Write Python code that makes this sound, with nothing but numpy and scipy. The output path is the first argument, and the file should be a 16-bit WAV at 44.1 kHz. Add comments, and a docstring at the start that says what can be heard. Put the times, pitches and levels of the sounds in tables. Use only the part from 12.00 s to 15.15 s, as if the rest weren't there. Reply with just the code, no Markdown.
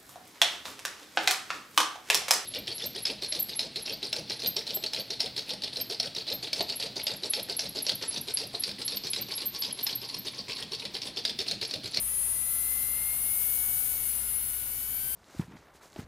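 """A small brushed motor whines in a hand, louder on the left; it gathers speed, sags once and climbs again.
Whine: cosines at multiples (orders) of the shaft rate, the high ones sliding through the casing response.
Scrape: brush noise shaped by the same casing, puffing at three ticks a turn.
Room: quiet hiss that swells a little with the whine, steady rumble and one low hum."""
import sys
import numpy as np
from scipy import signal
from scipy.fft import rfft, irfft
from scipy.io import wavfile
from scipy.ndimage import uniform_filter1d

SR = 44100
rng = np.random.default_rng(int(sys.argv[2]) if len(sys.argv) > 2 else 0)


def store_wav(level_fs):
    """Save 16-bit WAV to argv[1]."""
    pcm = np.round(np.clip(np.atleast_2d(level_fs), -1, 1) * 32767)
    wavfile.write(sys.argv[1], SR, pcm.T.astype(np.int16))


N = 138915


def gain_of(db):
    """Amplitude factor of a level in dB."""
    return 10 ** (np.asarray(db) / 20)


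def read(points, hz, col=1):
    """Table column at the given frequencies, interpolated over log frequency."""
    p = np.asarray(points, float)
    return np.interp(np.log(hz + 1), np.log(p[:, 0] + 1), p[:, col])


def control(table, col):
    """Table column as a curve over time, one value per sample."""
    p = np.asarray(table, float)
    return np.interp(np.arange(N) / SR, p[:, 0], p[:, col])


def chance(rate_hz):
    """Random curve of rms near 1: twelve sines from rate_hz / 8 to rate_hz."""
    t = np.arange(0, N + 128, 128) / SR
    hz = np.geomspace(rate_hz / 8, rate_hz, num=12)
    start_turns = rng.random(12)
    curve = np.sin(2 * np.pi * (hz * t[:, None] + start_turns)).sum(1) / np.sqrt(6)
    return np.interp(np.arange(N) / SR, t, curve)


def pair(level_db_per_hz, same, lean_db, lead_rad, gate):
    """Gated stereo noise; level, left-right likeness, balance and phase lead vary over frequency."""
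    a, b = rfft(rng.standard_normal((2, N)) * gate, axis=1)
    same = np.clip(same, 0, 1)
    right = same * a + np.sqrt(1 - same ** 2) * b
    right = right * gain_of(-lean_db) * np.exp(-1j * lead_rad)
    return irfft(np.array([a, right]) * gain_of(level_db_per_hz) * np.sqrt(SR / 2), N, axis=1)


# brush ticks in one turn: place_turns, strength_db
TICKS = [(.09, 2.5), (.45, -7), (.78, -13)]
# motor balance: pitch_hz, left_over_right_db
MOTOR_LEAN = [(1000, 4.5), (1400, -1), (4300, 0), (5000, 5), (9000, 6.5), (11000, 9.5), (13000, 10),
              (15500, 10)]
# motor phase between ears: pitch_hz, left_leads_rad
MOTOR_LEAD = [(200, .01), (3000, 0.041), (9000, 0.12), (11000, 0.11), (12500, 1.), (15500, 1)]
WAVER_DB, FLUTTER_DB, SLIP_RAD = 2., 1.5, .35  # slow level, quick level and quick phase chance
STEADY_BELOW, BLUR_FROM = 9, 50  # orders: flutter is halved low down, phase slip grows high up
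APART_DB, APART_RAD = 4, .55  # chance from ear to ear


def order(k, level_db, turns, speed_hz, waver_db):
    """One wavering shaft order, phased to one of the ticks, a little different at each ear."""
    hz = k * speed_hz[::64]
    tick_turns = TICKS[rng.integers(3)][0]

    def fine(values):
        return np.repeat(values, 64)[:N]

    flutter_db = FLUTTER_DB * np.clip(k / STEADY_BELOW - 1, .5, 1)
    left_db = level_db + waver_db * chance(2.95) + flutter_db * chance(30.)
    slip_rad = SLIP_RAD * max(k / BLUR_FROM, 1) ** 2
    left_rad = 2 * np.pi * k * (turns - tick_turns) + slip_rad * chance(30.) + 2 * chance(.98)
    right_rad = left_rad - fine(read(MOTOR_LEAD, hz)) + APART_RAD * chance(3.98)
    apart_db = APART_DB * waver_db / WAVER_DB
    right_db = left_db - fine(read(MOTOR_LEAN, hz)) + apart_db * chance(2.26)
    audible = k * speed_hz < SR / 2
    return np.sqrt(2) * gain_of([left_db, right_db]) * np.cos([left_rad, right_rad]) * audible


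# motor course: start_s, whine_base_db, scrape_base_db_per_hz, scrape_top_over_rest_db
MOTOR = [(0.0, -52, -85, -3.0), (0.1, -50.5, -83, 2), (0.21, -50, -77.5, -8), (0.44, -52.5, -74.5, -1),
         (0.5, -51.5, -76.5, 5.5), (0.85, -51, -72.5, 2), (1.02, -49, -79.5, 1), (1.21, -49, -75.5, 1),
         (1.44, -48.5, -72, 3.5), (1.7, -47.5, -70.5, 4), (1.85, -48, -71, 3.0), (2.0, -51.5, -71, 1.5),
         (2.16, -52, -72, -1), (2.32, -49.5, -78.5, 3), (2.41, -52, -77.5, 0), (2.65, -53, -78.5, 8),
         (2.79, -53.5, -76.5, 1.5), (2.98, -54.5, -75.5, 5), (3.15, -50.5, -73.5, -2)]
# casing response: pitch_hz, whine_gain_db, scrape_gain_db
SHELL = [(7000, -5, -9), (7300, -12, -9), (7600, -11, -9), (7900, -11, -9), (8200, -3, -10), (8500, -3, -8),
         (8800, 0, -8), (9100, 2, -5), (9400, -3, -2), (9700, 1, -1), (10000, 5, -2), (10300, 6, 0),
         (10600, 7, 4), (10900, 6, 4), (11200, -3, 0), (11500, 2, 5), (11800, 0, 5), (12100, 4, 6),
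         (12400, -3, 7), (12700, 0, 6), (13000, 2, 7), (13300, -1, 4), (13600, 5, 5), (13900, 2, 3),
         (14200, 3, 3), (14500, 2, 0), (14800, 2, 1), (15100, -3, -3), (15400, -7, -8), (15700, -7, -8)]
# high commutator orders: order, level_over_base_db, drift_db_per_s as the hand turns
TREBLE = [(30, -6, 0), (31, -2, 3), (32, -5, 3), (33, -6, -1), (34, -2, 2), (35, -6, 0), (37, -5, 2),
          (38, -5, 2), (41, -3, -2), (43, -1, -6), (44, 2, -2), (46, 2, -2), (47, -2, -1), (49, 5, -2),
          (50, 4, 0), (51, 4, -2), (52, 4, 4), (53, 2, 1), (54, 2, -2), (55, 2, 1), (56, 2, -3), (58, 3, 1),
          (59, 3, 1), (60, 1, -2), (61, 2, 1), (62, 0, 0), (63, 2, -2), (64, -2, 0), (65, 5, 4)]
# orders with their own level curves: order
LEAD_ORDERS = (3, 6, 9, 18, 27, 36, 39, 40, 42, 45, 48, 57)
# their base levels: start_s, then one level_db_rms per lead order
LEAD_LEVELS = [(0.0, -75.0, -70.0, -68.0, -69.0, -71.0, -71.0, -50.0, -68.0, -43.0, -40.0, -37.0, -54.0),
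               (0.26, -75.0, -72.0, -61.0, -74.0, -70.0, -63.0, -44.0, -58.0, -38.0, -41.0, -29.0, -58.0),
               (0.48, -68.0, -65.0, -56.0, -61.0, -60.0, -56.0, -49.0, -51.0, -36.0, -37.0, -33.0, -47.0),
               (0.58, -72.0, -60.0, -55.0, -66.0, -60.0, -58.0, -44.0, -52.0, -50.0, -42.0, -31.0, -44.0),
               (0.78, -66.0, -66.0, -52.0, -61.0, -67.0, -54.0, -50.0, -56.0, -38.0, -39.0, -42.0, -37.0),
               (0.84, -67.0, -64.0, -53.0, -60.0, -62.0, -52.0, -54.0, -65.0, -41.0, -36.0, -41.0, -44.0),
               (1.12, -69.0, -64.0, -49.0, -62.0, -59.0, -49.0, -53.0, -54.0, -37.0, -37.0, -43.0, -37.0),
               (1.2, -60.0, -68.0, -56.0, -69.0, -69.0, -49.0, -53.0, -51.0, -39.0, -34.0, -40.0, -41.0),
               (1.3, -64.0, -67.0, -52.0, -64.0, -60.0, -44.0, -57.0, -55.0, -40.0, -33.0, -41.0, -34.0),
               (1.58, -63.0, -63.0, -53.0, -70.0, -53.0, -48.0, -52.0, -39.0, -37.0, -44.0, -46.0, -40.0),
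               (1.8, -63.0, -62.0, -58.0, -63.0, -52.0, -44.0, -44.0, -38.0, -40.0, -45.0, -43.0, -39.0),
               (1.92, -62.0, -62.0, -59.0, -62.0, -53.0, -44.0, -50.0, -47.0, -44.0, -39.0, -44.0, -50.0),
               (1.96, -71.0, -66.0, -57.0, -64.0, -51.0, -59.0, -46.0, -46.0, -47.0, -42.0, -41.0, -58.0),
               (2.1, -63.0, -64.0, -57.0, -68.0, -60.0, -67.0, -48.0, -51.0, -42.0, -30.0, -47.0, -46.0),
               (2.14, -76.0, -68.0, -62.0, -66.0, -61.0, -65.0, -48.0, -54.0, -47.0, -30.0, -55.0, -48.0),
               (2.24, -67.0, -60.0, -62.0, -66.0, -68.0, -59.0, -49.0, -50.0, -48.0, -34.0, -56.0, -54.0),
               (2.36, -71.0, -64.0, -60.0, -66.0, -64.0, -67.0, -49.0, -49.0, -47.0, -30.0, -45.0, -59.0),
               (2.68, -76.0, -63.0, -62.0, -64.0, -57.0, -62.0, -45.0, -51.0, -47.0, -44.0, -51.0, -51.0),
               (2.92, -73.0, -62.0, -61.0, -63.0, -54.0, -53.0, -44.0, -63.0, -50.0, -41.0, -48.0, -46.0),
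               (2.98, -68.0, -60.0, -58.0, -59.0, -61.0, -51.0, -45.0, -49.0, -45.0, -39.0, -43.0, -40.0),
               (3.15, -77.0, -57.0, -69.0, -60.0, -67.0, -43.0, -41.0, -51.0, -45.0, -39.0, -47.0, -42.0)]
# faint orders between: order, base_db_rms, drift_db_per_s
FAINT = [(1, -64, 0), (5, -73, -4), (12, -62, 3.5), (15, -69, 1), (21, -68, 2)]
DRIFT_MID_S = 1.6  # drifts cross zero here
LEAD_WAVER_DB, FAINT_WAVER_DB = .6, 1.
FAINT_FOLLOW = .3  # dB per dB of whine


def whine(turns, speed_hz):
    """High orders slide through the casing response; lead and faint orders have their own levels."""
    base_db = control(MOTOR, col=1)
    since_s = np.arange(N) / SR - DRIFT_MID_S
    out = np.zeros((2, N))
    for k, db, drift in TREBLE:
        level_db = base_db + db + drift * since_s + read(SHELL, k * speed_hz)
        out += order(k, level_db, turns, speed_hz, WAVER_DB)
    for i, k in enumerate(LEAD_ORDERS):
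        out += order(k, control(LEAD_LEVELS, col=1 + i), turns, speed_hz, LEAD_WAVER_DB)
    follow_db = FAINT_FOLLOW * (base_db - base_db.mean())
    for k, db, drift in FAINT:
        out += order(k, db + follow_db + drift * since_s, turns, speed_hz, FAINT_WAVER_DB)
    return out


# scrape likeness between ears: pitch_hz, likeness_0_to_1
SCRAPE_SAME = [(3000, 0.77), (9000, 0.34), (11000, 1), (13000, 0.3), (15500, 0.55)]
TICK_TURNS, TICK_SHARE, TICK_SCATTER_DB = .12, .36, 2.  # decay, share of the gate, size spread
ROLL_DB, ROLL_HZ = 10.5, 8800  # fall per octave below this pitch
SPLIT_HZ = 12500  # the top above it has its own level


def scrape(turns):
    """Brush hiss through the casing that puffs at each tick, every tick of a different size."""
    hz = np.fft.rfftfreq(N, 1 / SR)
    colour_db = read(SHELL, hz, col=2) + ROLL_DB * np.minimum(np.log2((hz + 1) / ROLL_HZ), 0)
    size = gain_of(TICK_SCATTER_DB * np.clip(rng.standard_normal((1000, 3)), -2, 2))
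    puffs = np.zeros(N)
    for i, (place, db) in enumerate(TICKS):
        since_turns = turns - place
        decay = np.exp(-(since_turns % 1) / TICK_TURNS)
        puffs += gain_of(db) * size[(since_turns + 1).astype(int), i] * decay
    gate = 1 - TICK_SHARE + TICK_SHARE * puffs / puffs.mean()
    gate = gate / np.sqrt(np.mean(gate ** 2))
    gate = gate * gain_of(control(MOTOR, col=2) + .9 * chance(8.))
    hiss = pair(colour_db, read(SCRAPE_SAME, hz), read(MOTOR_LEAN, hz), read(MOTOR_LEAD, hz), gate)
    top = irfft(rfft(hiss, axis=1) * (hz > SPLIT_HZ), N, axis=1)
    return hiss - top + top * gain_of(control(MOTOR, col=3))


# hiss and rumble at left, before AIR_GAIN: pitch_hz, level_db_per_hz
AIR = [(20, -82), (45, -75.5), (80, -78.5), (105, -74), (135, -72), (170, -81.5), (230, -80), (350, -82.5),
       (700, -82.5), (1500, -83.5), (2500, -83), (4500, -85), (7000, -84.5), (9000, -83)]
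# room likeness between ears: pitch_hz, likeness_0_to_1
ROOM_SAME = [(60, 0.72), (130, 0.79), (290, 0.33), (640, 0.11), (1410, 0.27), (3100, 0.39), (6820, 0.11),
             (15000, 0.58)]
# room balance: pitch_hz, left_over_right_db
ROOM_LEAN = [(60, -0.5), (130, 3.5), (290, 5), (640, 5), (1410, 5.5), (3100, 3), (6820, 7.5), (15000, -11)]
AIR_GAIN = .82
HUM_HZ, HUM_DB, HUM_LEAN_DB, HUM_WAVER_DB = 56.2, -53, 1.5, .8  # level is rms at left
WHIR_HZ, WHIR_FOLLOW = 500, .25  # above this pitch the hiss follows the whine, dB per dB


def room():
    """Noise whose hiss swells a little with the whine over steady rumble, and one wavering sine hum."""
    hz, t = np.fft.rfftfreq(N, 1 / SR), np.arange(N) / SR
    level_db = read(AIR, hz) - 10. * np.maximum(np.log2((hz + 1) / 9000), 0)
    air = pair(level_db, read(ROOM_SAME, hz), read(ROOM_LEAN, hz), 0, AIR_GAIN)
    upper = irfft(rfft(air, axis=1) * (hz > WHIR_HZ), N, axis=1)
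    whine_db = control(MOTOR, col=1)
    swell = gain_of(WHIR_FOLLOW * (whine_db - whine_db.mean()))
    hum_gain = np.sqrt(2) * gain_of(HUM_DB + HUM_WAVER_DB * chance(4.64))
    hum = hum_gain * np.sin(2 * np.pi * HUM_HZ * t)
    return air + upper * (swell - 1) + hum * gain_of([[0], [-HUM_LEAN_DB]])


# shaft speed: start_s, speed_turns_per_s
SPEED = [(0.0, 216.11), (0.06, 217.37), (0.1, 219.1), (0.21, 220.46), (0.44, 224.61), (0.5, 225.98),
         (0.85, 230.42), (1.02, 233.2), (1.21, 237.26), (1.44, 242.82), (1.7, 246.65), (1.85, 248.36),
         (1.91, 248.09), (2.0, 245.91), (2.05, 242.55), (2.16, 237.69), (2.2, 237.21), (2.32, 237.5),
         (2.41, 239.81), (2.65, 243.9), (2.79, 249.62), (2.88, 251.56), (2.98, 255.01), (3.15, 259.6)]


def scene():
    """One smoothed shaft speed drives whine and scrape; the room is added."""
    speed_hz = uniform_filter1d(control(SPEED, col=1), size=800)
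    turns = np.cumsum(speed_hz) / SR
    return whine(turns, speed_hz) + scrape(turns) + room()


# dips in the microphone's treble: pitch_hz, width_hz, share_removed
DIPS = [(12500, 130, .9), (15290, 200, .8)]
EDGE_HZ = 15650


def record(dry):
    """Two narrow dips in the microphone's treble, then a low-pass band limit."""
    hz = np.fft.rfftfreq(N, 1 / SR)
    dip = np.ones(len(hz))
    for at_hz, width_hz, share in DIPS:
        dip *= 1 - share / (1 + (2 * (hz - at_hz) / width_hz) ** 2)
    x = irfft(rfft(dry, axis=1) * dip, N, axis=1)
    low_pass = signal.firwin(511, EDGE_HZ, window=("kaiser", 9), fs=SR)
    return signal.oaconvolve(x, low_pass[None], "same")


dry = scene()
out = record(dry)
store_wav(out)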